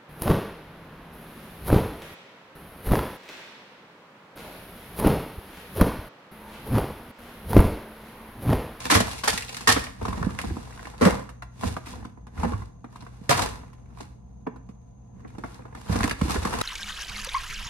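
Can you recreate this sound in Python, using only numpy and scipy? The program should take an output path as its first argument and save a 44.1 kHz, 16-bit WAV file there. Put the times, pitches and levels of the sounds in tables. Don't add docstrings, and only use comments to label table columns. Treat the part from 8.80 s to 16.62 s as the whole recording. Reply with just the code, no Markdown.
import sys
import numpy as np
from scipy import signal
from scipy.fft import rfft, irfft, next_fast_len
from scipy.io import wavfile

SR = 44100
rng = np.random.default_rng(int(sys.argv[2]) if len(sys.argv) > 2 else 0)


def inscribe(sig):
    pcm = np.round(np.clip(np.atleast_2d(sig).T, -1, 1) * 32767)
    wavfile.write(sys.argv[1], SR, pcm.astype(np.int16))


N = 344862
TIME = np.arange(N) / SR
SIZE = next_fast_len(N + SR, real=True)
FREQ = np.maximum(np.arange(SIZE // 2 + 1) * SR / SIZE, 1)


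def undb(db):
    return 10 ** (np.asarray(db) / 20)


def over_freq(points):
    hz, value = np.transpose(points)
    return np.interp(np.log(FREQ), np.log(hz), value)


def peaks(rings):
    return sum(db / (1 + (2 * (FREQ - hz) / width) ** 2) for hz, width, db in rings)


def resonant(points, rings):
    return undb(over_freq(points) + peaks(rings))


def band(lo_hz, hi_hz, order=8):
    return 1 / np.sqrt((1 + (lo_hz / FREQ) ** order) * (1 + (FREQ / hi_hz) ** order))


def colour(x, gain):
    unit_gain = gain / np.sqrt(np.mean(gain ** 2))
    cepstrum = irfft(np.log(unit_gain + 1e-4), SIZE)
    cepstrum[1:SIZE // 2] *= 2
    cepstrum[SIZE // 2 + 1:] = 0
    return irfft(rfft(x, SIZE) * np.exp(rfft(cepstrum)), SIZE)[..., :N]


def add(track, s, sound):
    start = max(int(s * SR), 0)
    part = track[..., start:start + sound.shape[-1]]
    part += sound[..., :part.shape[-1]]


def fade(t60):
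    count = int(np.clip(t60, .002, 1) * SR)
    return np.exp(-np.log(1000) * np.arange(count) / count)


def walk(rate):
    knots = rng.standard_normal(4096)
    return np.interp(TIME * rate, np.arange(len(knots)), knots)


def crinkle(rate, spread_db, t60):
    breaks = rng.random(N) < rate / SR
    size = undb(spread_db * np.minimum(rng.exponential(size=N), 4))
    power = np.abs(signal.oaconvolve(breaks * size ** 2, fade(t60) ** 2)[:N])
    return np.sqrt(power / power.mean())


# start_s, length_s, rustle_db, hiss_db, wall_sway_db
HAND_STROKES = [(0.0, 0.38, -41.5, -43, -47.5), (0.172, 0.038, -57, -56.5, -30),
                (0.496, 0.068, -41, -35.5, -38.5), (0.61, 0.31, -47, -47.5, -59),
                (0.944, 0.044, -39, -42.5, -34), (1.231, 0.29, -40, -50.5, -33),
                (1.601, 0.017, -41, -45, -41), (1.673, 0.013, -42.5, -47.5, -29),
                (1.752, 0.36, -47, -54, -46.5), (2.265, 0.036, -26, -38, -28.5),
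                (2.856, 0.0096, -34.5, -38, -26.5), (3.091, 0.032, -46, -49, -41.5),
                (3.154, 0.045, -48, -59.5, -37), (3.602, 0.094, -37.5, -49.5, -30),
                (3.782, 0.029, -62, -59, -40), (4.122, 0.42, -57, -65, -51),
                (4.585, 0.039, -27, -34, -28.5), (4.714, 0.1, -50.5, -78, -42),
                (4.866, 0.26, -62, -75.5, -51), (5.195, 0.039, -48.5, -56.5, -45),
                (6.365, 0.13, -59.5, -77, -45), (6.504, 0.18, -59.5, -70, -53),
                (6.66, 0.1, -51.5, -57.5, -50), (6.803, 0.11, -55, -74, -50.5),
                (6.983, 0.18, -52, -56.5, -48), (7.119, 0.12, -32, -41.5, -27.5),
                (7.431, 0.018, -36, -41.5, -34.5), (7.505, 0.042, -31.5, -36, -30),
                (7.636, 0.3, -32.5, -41, -34)]
STROKE_RISE_DB_PER_S, STROKE_SAG_DB_PER_S = 260, 1.5
SLIDE_RELEASE_DB_PER_S, SWAY_RELEASE_DB_PER_S = 171, 135
RESTING_DB = (-76, -83, -54)


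def effort(levels_db, resting_db, release_db_per_s):
    t = TIME[::64]
    power = undb(resting_db) ** 2
    for (s, length, *_), db in zip(HAND_STROKES, levels_db):
        early, held, late = np.maximum([s - t, t - s, t - s - length], 0)
        rise_db = STROKE_RISE_DB_PER_S * early
        fall_db = STROKE_SAG_DB_PER_S * held + release_db_per_s * late
        power = power + undb(db - rise_db - fall_db) ** 2
    return np.interp(TIME, t, np.sqrt(power))


def hands():
    releases = SLIDE_RELEASE_DB_PER_S, SLIDE_RELEASE_DB_PER_S, SWAY_RELEASE_DB_PER_S
    return [effort(*drive) for drive in zip(np.transpose(HAND_STROKES)[2:], RESTING_DB, releases)]


def pop(hz, t60, rise_s, overtone_ratio, overtone_db):
    decay = fade(t60)
    t = TIME[:len(decay)]
    fundamental = np.sin(2 * np.pi * hz * t)
    overtone = undb(overtone_db) * decay * np.sin(2 * np.pi * hz * overtone_ratio * t)
    return decay * (1 - np.exp(-t / rise_s)) * (fundamental + overtone)


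def facets(effort, count=520, centre_hz=1150, octaves=.55, spread_db=4.5, t60=0.023):
    out = np.zeros((2, N))
    times = rng.random(count) * (N - 1) / SR
    sizes = np.minimum(rng.exponential(size=count), 3)
    for s, size, (pitch, facing) in zip(times, sizes, rng.standard_normal((count, 2))):
        tock = pop(centre_hz * 2 ** (octaves * pitch), t60, 0.0081, 1.0, -11.5)
        level = effort[int(s * SR)] * undb(spread_db * size)
        add(out, s, level * tock * np.array([[1], [np.tanh(facing)]]))
    return out


# pitch_hz, level_db
PAPER_COLOUR = [(60, 15.5), (120, -1), (250, -9), (420, 0), (650, 1.5), (1050, -0.5), (1600, -5),
                (2600, -15.5), (4500, -22), (7000, -25), (11000, -31), (15500, -31.5)]
# pitch_hz, width_hz, boost_db
BAG_RESONANCES = [(109, 58, 14), (234.5, 110, 20), (304, 50, 1), (1025, 14, 6.5)]
SLIDE_SHARE = .55


def rustle(mid, hiss, sway, rustle_db=-5, hiss_db=-2, sway_db=-5, facet_db=0, judder_db=1.0):
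    crinkle_power = crinkle(rate=270, spread_db=4.5, t60=.025) ** 2
    grip = np.sqrt(SLIDE_SHARE + (1 - SLIDE_SHARE) * crinkle_power) * undb(judder_db * walk(40))
    friction = rng.standard_normal((2, N))
    paper = resonant(PAPER_COLOUR, BAG_RESONANCES)
    slide = colour(friction * grip * mid, paper * band(390, 3600))
    bright = colour(friction * grip * hiss, paper * band(2900, 17000))
    walls = colour(friction * sway, paper * band(39, 480))
    rubbing = slide * undb(rustle_db) + bright * undb(hiss_db) + walls * undb(sway_db)
    return rubbing + facets(mid) * undb(facet_db)


def crack(hz, t60, low_ratio=0.65, high_ratio=1.405):
    decay = fade(t60)
    edges = np.clip([hz * low_ratio, hz * high_ratio], 50, .45 * SR)
    burst = rng.standard_normal((2, len(decay))) * decay
    sos = signal.butter(4, edges, "band", fs=SR, output="sos")
    return signal.sosfilt(sos, burst) * np.sqrt(SR / 2 / (edges[1] - edges[0]))


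def ticks(hiss, count=400, centre_hz=4200, octaves=0.96, tick_db=-5, spread_db=4, t60=0.0044):
    out = np.zeros((2, N))
    for when, chance, pitch in rng.random((count, 3)):
        size = min(-np.log(1 - chance), 2.5)
        level = hiss[int(when * N)] * undb(tick_db + spread_db * size)
        hz = centre_hz * 2 ** (octaves * (2 * pitch - 1))
        add(out, when * N / SR, level * crack(hz, t60))
    return out


KICK_RISE_CYCLES = .45


def kick(hz, cycles):
    decay = fade(cycles / hz)
    turns = hz * TIME[:len(decay)]
    return decay * (1 - np.exp(-(turns / KICK_RISE_CYCLES) ** 2)) * np.sin(2 * np.pi * turns)


def folds(x, echo, count=5, reach_s=.004):
    lags = (reach_s * SR * (.1 + .9 * rng.random(count))).astype(int)
    signs = rng.choice([-1, 1], count)
    echoes = sum(sign * np.roll(x, lag, axis=-1) for lag, sign in zip(lags, signs))
    return (x + echo * echoes) / np.sqrt(1 + count * echo ** 2)


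def strikes(table, gain, grain, rise_s, fold_echo, body_db, mid_db, crackle_db, body_hold, pop_db, pop_hold,
            sideways, crack_db, crack_hold, crackle_rise_s, kick_db, kick_cycles):
    showers, pops = np.zeros((3, 2, N)), np.zeros((2, N))
    for s, db, crackle, body, hz, t60 in table:
        longest = len(fade(t60 * max(body_hold, 1)))
        slips = folds(rng.standard_normal((2, longest)), fold_echo)
        parts = ((body + body_db, t60 * body_hold, rise_s),
                 (mid_db, t60, rise_s),
                 (crackle + crackle_db, t60, crackle_rise_s))
        for track, (part_db, life, rise) in zip(showers, parts):
            decay = fade(life)
            swell = 1 - np.exp(-TIME[:len(decay)] / rise)
            add(track, s, undb(db + part_db) * swell * decay * slips[:, :len(decay)])
        facing = np.array([[1], [rng.choice([-1, 1]) * sideways]])
        add(pops, s, undb(db + kick_db) * kick(hz, kick_cycles) * facing)
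        add(pops, s, undb(db + pop_db) * pop(hz, t60 * pop_hold, rise_s, 1.4, -12.0) * facing)
        add(pops, s, undb(db + crack_db) * crack(hz, t60 * crack_hold))
    bands = band(170, 600), band(600, 2500), band(2500, 17000)
    return pops + sum(colour(shower * grain, gain * b) for shower, b in zip(showers, bands))


CREASES_PER_S, CREASE_DB, CREASE_SPREAD_DB = 14, -1, 3.5
FACET_HZ, CREASE_OCTAVES = 1070, 0.54
CREASE_BODY_DB, CREASE_T60_S, CREASE_CRACKLE_DB = -7, 0.072, -14


def small_creases(mid, hiss):
    rows = []
    for when, chance, pitch in rng.random((int(CREASES_PER_S * N / SR), 3)):
        i = int(when * N)
        size = min(-np.log(1 - chance), 2)
        db = 20 * np.log10(mid[i]) + CREASE_DB + CREASE_SPREAD_DB * size
        crackle = CREASE_CRACKLE_DB + 20 * np.log10(hiss[i] / mid[i])
        hz = FACET_HZ * 2 ** (CREASE_OCTAVES * (2 * pitch - 1))
        rows.append((i / SR, db, crackle, CREASE_BODY_DB, hz, CREASE_T60_S))
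    return rows


# start_s, snap_db, crackle_over_snap_db, body_over_snap_db, pitch_hz, t60_s
CLEAR_SNAPS = [(0.016, -33, -8, -19, 1050, .05), (0.053, -24.5, -2, -7.5, 1180, .06),
               (0.063, -24, -7, -13, 888, .07), (0.123, -13.5, -12, -2.5, 1510, 0.038),
               (0.152, -11, -19, -4.5, 1450, .04), (0.208, -15, -4, -4, 1417, .03),
               (0.279, -29.5, -7, -15.5, 950, .08), (0.309, -40.5, 7.5, -7.5, 2550, 0.15),
               (0.38, -45, 9, -9, 1500, .14), (0.438, -23, -9, -7.5, 1500, .05),
               (0.53, -22, -2, -9, 1037, .08), (0.576, -25.5, 4, -16.5, 3040, .055),
               (0.621, -38, 7.5, -10, 1507, .06), (0.682, -33, -4, -16, 3300, .05),
               (0.692, -33, -2, -16.5, 4020, .07), (0.744, -33.5, 2.5, -11.5, 3450, .06),
               (0.767, -32.5, 2.5, -9, 1248, .08), (0.807, -35, 0.5, -7, 1091, 0.083),
               (0.993, -33.5, 3, -9, 1290, .05), (1.038, -33.5, 1, -4.5, 1504, .07),
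               (1.067, -27.5, -20, -16, 2205, .06), (1.214, -28, -23, 1, 897, .09),
               (1.252, -21, -13, -6, 1120, 0.059), (1.281, -23, -13.5, -1.5, 1039, .07),
               (1.328, -24.5, -19, -9, 1086, .08), (1.371, -33, -13, 2.5, 895, .07),
               (1.427, -21, -40, -11.5, 1093, .08), (1.588, -20, -13, -29, 1680, .075),
               (1.614, -34, 3, -15, 1910, 0.059), (1.638, -28, -30, 1, 1056, .08),
               (1.70, -35, -14, -8, 1600, .06), (1.767, -32, -17, 1, 976, .08),
               (1.925, -40.5, -24, -11, 1950, 0.055), (1.975, -35.5, -16, -13.5, 1090, .06),
               (1.993, -32.5, -16, -14, 1490, .06), (2.054, -31.5, -17, -7.5, 1890, .06),
               (2.07, -31, -17, -10.5, 1006, .06), (2.138, -34.5, -26, -7.5, 1028, .07),
               (2.179, -51.5, 7, -10, 3830, .05), (2.252, -15, -14, -7, 1550, 0.052),
               (2.288, -22, -16, -1.5, 1050, 0.055), (2.328, -26, -20, 0, 1000, .05),
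               (2.49, -35, -10, -11.5, 1300, .08), (2.622, -28.5, -14, -14, 1386, .07),
               (2.826, -29, -17.5, -2.5, 930, .07), (2.834, -21, -22, -7.5, 1009, .08),
               (2.966, -20.5, -18, -5, 1196, .06), (3.057, -45.5, 1, -12, 1500, .25),
               (3.069, -35.5, -8, -3.5, 934, 0.079), (3.137, -33.5, -28, -2.5, 930, .05),
               (3.226, -39.5, -22, -2.5, 844, .06), (3.249, -32.5, -14.5, 1, 1030, .075),
               (3.374, -41.5, -27, 1, 883, .08), (3.468, -39, -15.5, -5.5, 845, .08),
               (3.576, -35.5, -18.5, -8, 1423, .12), (3.631, -19.5, -20, -4, 850, 0.083),
               (3.644, -19, -29, -3.5, 826, 0.077), (3.718, -28.5, -18, 4.5, 1060, .08),
               (3.734, -26, -23, -9, 1096, .07), (3.819, -36, -22, -6.5, 1030, .08),
               (4.043, -33, -25, 0.5, 925, .07), (4.128, -44.5, -22.5, -10, 1050, .06),
               (4.158, -36, -11.5, -9.5, 1050, .07), (4.206, -45.5, -10, -12, 4100, 0.13),
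               (4.222, -39.5, -14, 1, 980, 0.075), (4.265, -34.5, -21, -12, 1100, .06),
               (4.590, -16, -17.5, -9, 962, 0.097), (4.752, -41.5, -13, -10, 1157, .06),
               (4.832, -41.5, -30, -2.5, 1003, .06), (4.879, -54, -21, -10, 2100, .09),
               (4.929, -47.5, -9, -3, 1060, .08), (5.058, -57, -18, -10, 2000, .07),
               (5.104, -51, -19, -3, 1020, .07), (5.149, -56, -14, -9.5, 2293, .05),
               (5.173, -38, -15, -4, 980, .07), (5.204, -31.5, -9.5, -1.5, 826, .07),
               (5.666, -25, -32, 0.5, 810, .07), (5.669, -36.5, -26, -5, 1587, .06),
               (5.76, -42, -18, 0.5, 1000, .08), (5.889, -44.5, -16, -2.5, 836, 0.11),
               (6.448, -38, -32, 4.5, 1340, 0.081), (6.477, -59.5, -1, -5, 3060, .22),
               (6.549, -42, -21, 3, 800, .09), (6.582, -33.5, -15, 3, 830, 0.098),
               (6.637, -24, -24.5, -2.5, 1120, .08), (6.792, -39, -24, 1.5, 961, .08),
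               (6.821, -43, -20, -6, 1510, 0.044), (6.853, -36, -23, -1, 980, .07),
               (6.926, -35, -28, -4.5, 850, 0.037), (6.949, -32.5, -13, -3, 1220, 0.085),
               (6.972, -38.5, -18, -4, 800, 0.065), (7.069, -40, -18, -16, 1150, 0.044),
               (7.093, -30.5, -14, 2, 794, .07), (7.124, -29, -5, -1, 1000, .08),
               (7.157, -20.5, -10.5, 1, 940, .07), (7.206, -12, -16, -6, 1126, .03),
               (7.231, -18.5, -6, -15, 1700, .08), (7.239, -18, -8.5, -3.5, 1810, .06),
               (7.276, -22, -6, -3, 987, .05), (7.294, -32.5, 3.5, 0.5, 2720, 0.075),
               (7.31, -20, -8, -4.5, 1680, .07), (7.413, -16.5, -13.5, -4.5, 1050, .04),
               (7.481, -27.5, -10, -2.5, 990, .04), (7.496, -22.5, -8, -0.5, 973, .06),
               (7.506, -20, -6.5, -10, 1000, .04), (7.544, -25, -14, -8.5, 1006, .07),
               (7.559, -21.5, -22, -3, 1470, .07), (7.627, -32, -3, -16, 1720, .06),
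               (7.65, -19, -11, -2.5, 1150, 0.076), (7.675, -32.5, -6, -9, 1300, 0.055),
               (7.726, -20.5, -14, -15, 1300, .06), (7.737, -21, -13, -1.5, 1497, .07),
               (7.786, -25.5, -5, -9.5, 947, .05), (7.811, -19, -2.5, 0, 1300, .08)]


def snaps(creases):
    grain = crinkle(rate=1300, spread_db=0.5, t60=0.014)
    return strikes(creases, resonant(PAPER_COLOUR, BAG_RESONANCES), grain,
                   rise_s=0.0011, fold_echo=0.42, sideways=0.4,
                   body_db=-2.5, body_hold=1.1, mid_db=-10,
                   crackle_db=-2.5, crackle_rise_s=0.00078,
                   pop_db=-6, pop_hold=0.5, crack_db=-8, crack_hold=.5,
                   kick_db=2.0, kick_cycles=5.5)


# start_s, level_db, pitch_hz, t60_s
WALL_THUMPS = [(0.121, -11, 290, 0.067), (0.153, -12, 98, 0.13), (0.157, -40, 238, 0.072),
               (0.886, -23, 104.4, 0.19), (0.963, -13.5, 270, 0.053), (1.221, -18, 85, 0.066),
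               (1.412, -13, 151, 0.036), (1.439, -18, 100.4, 0.099), (1.468, -3.5, 217, 0.025),
               (1.706, -24.5, 332, .05), (1.711, -18, 85, 0.081), (2.213, -12.5, 486, 0.09),
               (2.220, -19, 400, 0.05), (2.218, -10, 250, 0.084), (2.22, -21, 90, 0.15),
               (2.256, -10, 178, 0.093), (2.851, -24, 81, 0.22), (3.586, -22.5, 84.3, 0.095),
               (3.631, -22, 223, 0.13), (3.661, -20.5, 227, 0.11), (3.716, -24.5, 273, 0.031),
               (3.735, -19.5, 102.4, 0.13), (4.413, -28.5, 209, 0.035), (4.494, -15, 132, 0.096),
               (4.495, -10, 557, 0.084), (4.500, -20.5, 684, 0.12), (4.544, -23.5, 106.4, 0.11),
               (5.669, -16, 436.4, 0.043), (5.671, -19, 253, 0.04), (5.891, -30.5, 211, 0.053),
               (6.583, -26.5, 219.4, 0.062), (7.097, -1, 150, 0.015), (7.113, -13.5, 104.4, 0.07),
               (7.154, -17, 240, 0.076), (7.237, -20.5, 294, 0.069), (7.419, 1, 199, 0.018),
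               (7.425, -16.5, 65, 0.11), (7.451, -17, 298, 0.041), (7.553, -14.5, 234, 0.032),
               (7.561, -15, 380, 0.034), (7.578, -13, 76.5, 0.05), (7.624, -17.5, 81, 0.05)]


def thumps(rise_s=0.0032, thump_db=1, sideways=0.35):
    out = np.zeros(N)
    for s, db, hz, t60 in WALL_THUMPS:
        add(out, s, undb(db + thump_db) * pop(hz, t60, rise_s, 2.2, -7.0))
    return out * np.array([[.9], [-sideways]])


# start_s, clatter_db, crackle_over_clatter_db, body_over_clatter_db, pitch_hz, t60_s
PACKET_HITS = [(0.099, -12.5, -11, -13.5, 1550, 0.15), (0.106, -14.5, -6.5, -13.5, 1795, 0.08),
               (0.121, -15, -13, -7.5, 1480, 0.19), (0.140, -22, 2.5, -9.5, 1500, 0.07),
               (0.149, -12, -12.5, -8, 1480, 0.13), (0.160, -13.5, -12, -3, 864, 0.076),
               (0.201, -17, -6, -1.5, 1060, 0.049), (0.435, -21.5, -11, -16.5, 1120, 0.15),
               (0.475, -12, -9, -15.5, 850, 0.098), (0.498, -28.5, 8.5, -12.5, 1220, 0.038),
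               (0.873, -5.5, -6.5, -12.5, 1430, 0.043), (0.887, -8.5, -9.5, -11.5, 1120, 0.085),
               (0.901, -12, -9.5, -12, 1825, 0.092), (0.920, -19.5, 2, -5.5, 1820, 0.052),
               (0.962, -14, -25, -6, 1240, 0.061), (2.210, -21.5, -14, 3, 980, 0.11),
               (2.219, -14.5, -21, -2, 604, 0.18), (2.249, -17, -12, -2, 1800, 0.12),
               (2.259, -15.5, -32.5, 2.5, 1040, .13), (4.492, -14, -5.5, -7, 1650, 0.085),
               (4.505, -12, -13, -12.5, 705, 0.15), (4.513, -18, -28, -21.5, 970, 0.2),
               (4.618, -26.5, -6, -7.5, 1520, .09)]
# pitch_hz, level_db
PACKET_COLOUR = [(100, -6.5), (250, 6), (400, -7.5), (520, 2.5), (700, 1.5), (1100, 1), (1600, -3),
                 (2600, -11), (4500, -9.5), (7000, -13.5), (11000, -19.5), (13500, -18.5), (15500, -22.5)]
# pitch_hz, width_hz, boost_db
PACKET_RESONANCES = [(196, 27, 2), (438, 64, 11.5), (906, 50, -9), (1040, 49, 2), (1880, 160, 4.5),
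                     (2740, 240, 2)]


def packets():
    grain = crinkle(rate=2400, spread_db=2.0, t60=0.011)
    return strikes(PACKET_HITS, resonant(PACKET_COLOUR, PACKET_RESONANCES), grain,
                   rise_s=0.0027, fold_echo=0.2, sideways=0.2,
                   body_db=2.5, body_hold=0.9, mid_db=-5.5,
                   crackle_db=5.0, crackle_rise_s=0.0042,
                   pop_db=-8.0, pop_hold=0.45, crack_db=-12.5, crack_hold=0.6,
                   kick_db=-2.5, kick_cycles=4.5)


def buckles(count=4, buckle_db=-3, spread_over_t60=.35, centre_hz=1550, octaves=.7, cycles=22):
    out = np.zeros((2, N))
    for s, db, *_, t60 in PACKET_HITS:
        for when, pitch, facing in rng.random((count, 3)):
            late = when * spread_over_t60
            hz = centre_hz * 2 ** (octaves * (2 * pitch - 1))
            tock = kick(hz, cycles) * np.exp(-np.log(1000) * late / 2)
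            direction = np.array([[np.cos(np.pi * facing)], [np.sin(np.pi * facing)]])
            add(out, s + late * t60, undb(db + buckle_db) * tock * direction)
    return out


# start_s, level_db, pitch_ratio (over its usual pitch)
TUB_HITS = [(0.103, -28, 0.97), (0.151, -27, 0.92), (0.477, -29.5, 0.93), (0.873, -17.5, 1.0),
            (0.901, -25, 0.97), (4.496, -26.5, 0.925)]
# pitch_hz, level_db, t60_s (at pitch_ratio 1)
TUB_RESONANT_MODES = [(1140, -8, 0.1), (1840, -2, .14), (1854, -3.5, .16), (2720, -10.5, .2),
                      (2900, -11, .2), (3519, -14.5, 0.26), (3860, -12, .18), (4506, -15.5, .2),
                      (4930, -15, .22)]


def tub(sideways=0.54, detune=0.0026):
    out = np.zeros((2, N))
    for s, db, pitch in TUB_HITS:
        chances = rng.standard_normal((len(TUB_RESONANT_MODES), 2))
        for (hz, mode_db, t60), (slip, facing) in zip(TUB_RESONANT_MODES, chances):
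            ring = kick(hz * pitch * (1 + detune * slip), t60 * hz)
            add(out, s, undb(db + mode_db) * ring * np.array([[1], [sideways * facing]]))
    return out


def room(x, low_t60=0.49, high_t60=0.46, gap_s=0.006, early_db=-14, count=6):
    response = np.zeros((2, SR))
    noise = rng.standard_normal((2, SR))
    lows = signal.sosfilt(signal.butter(2, 2000, fs=SR, output="sos"), noise)
    highs = signal.sosfilt(signal.butter(2, 2000, "high", fs=SR, output="sos"), -noise)
    for part, t60 in ((lows, low_t60), (highs, high_t60)):
        decay = fade(t60)
        add(response, gap_s, part[:, :len(decay)] * decay)
    response /= np.sqrt(np.sum(response ** 2) / 2)
    for s, facing in rng.random((count, 2)) * [.02, 2 * np.pi]:
        direction = np.array([[np.cos(facing)], [np.sin(facing)]])
        add(response, s, undb(early_db) * np.sqrt(2) * direction)
    response /= np.sqrt(np.sum(response ** 2) / 2)
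    return signal.fftconvolve(x, response, axes=1)[:, :N]


# pitch_hz, level_db
FRIDGE_LINES = [(59.2, -53.5), (122.5, -51), (184, -68.5), (474, -70.5), (711, -74.5), (1007, -76)]
# pitch_hz, level_db
AIR_COLOUR = [(20, -24), (35, -9), (55, 3.5), (85, -12), (125, -11), (200, -6), (350, -30), (700, -21),
              (1100, -32.5), (2000, -48.5), (5000, -58.5), (14000, -66)]
AIR_DB = -53.5


def background(hiss_hz=6400, hiss_width_hz=300, hiss_db=-78, waver_db=2, hiss_waver_db=2):
    hum = np.zeros(N)
    for hz, db in FRIDGE_LINES:
        level = undb(db + waver_db * walk(5.5)) * np.sqrt(2)
        hum += level * np.sin(2 * np.pi * hz * TIME + 0.14 * walk(2.3))
    air = colour(rng.standard_normal((2, N)), undb(over_freq(AIR_COLOUR))) * undb(AIR_DB)
    hiss_gain = 1 / (1 + ((FREQ - hiss_hz) / hiss_width_hz) ** 4)
    hiss = colour(rng.standard_normal((2, N)), hiss_gain) * undb(hiss_db + hiss_waver_db * walk(5))
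    return air + hiss + hum * np.array([[.75], [.3]])


# pitch_hz, width_hz, boost_db
BAG_HOLLOW = [(484, 60, 5.5), (564, 55, -7.5), (690, 49, -1), (1020, 50, 1), (1250, 110, -1.5),
              (1710, 78, 2), (2110, 810, -1), (2590, 110, -0.5), (2820, 110, 4), (3130, 350, -6)]


def scene(bag_echo_db=-11, packet_echo_db=-10):
    mid, hiss, sway = hands()
    creases = list(CLEAR_SNAPS) + small_creases(mid, hiss)
    paper = snaps(creases) + rustle(mid, hiss, sway) + ticks(hiss)
    bag = colour(paper, undb(peaks(BAG_HOLLOW))) + thumps()
    groceries = packets() + buckles() + tub()
    echo = room(undb(bag_echo_db) * bag + undb(packet_echo_db) * groceries)
    return bag + groceries + echo + background()


# pitch_hz, correlation (no unit)
CHANNEL_LIKENESS = [(50, 0.87), (170, 0.74), (280, 0.46), (420, -0.2), (620, -0.69), (1030, 0.61),
                    (1500, -0.47), (2200, 0.18), (6300, -0.29), (7800, -0.31), (9200, 1), (11000, 0.46),
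                    (13000, -0.98)]
# pitch_hz, left_minus_right_db
CHANNEL_LEAN = [(60, 1.5), (200, -5), (430, -1.5), (700, 4), (1050, -0.5), (1800, -2.5), (2400, -3),
                (4500, 1.5), (9000, 0.5)]
TOP_HZ = 15900


def record(dry):
    likeness = np.clip(over_freq(CHANNEL_LIKENESS), -.99, .99)
    mid, side = rfft(dry, SIZE) * np.sqrt([1 + likeness, 1 - likeness])
    lean = undb(over_freq(CHANNEL_LEAN) / 2)
    stereo = irfft(np.array([(mid + side) * lean, (mid - side) / lean]), SIZE)[:, :N]
    stereo = signal.sosfilt(signal.butter(3, 38, "high", fs=SR, output="sos"), stereo)
    return signal.sosfilt(signal.ellip(8, .2, 70, TOP_HZ, fs=SR, output="sos"), np.tanh(stereo))


dry = scene()
out = record(dry)
inscribe(out)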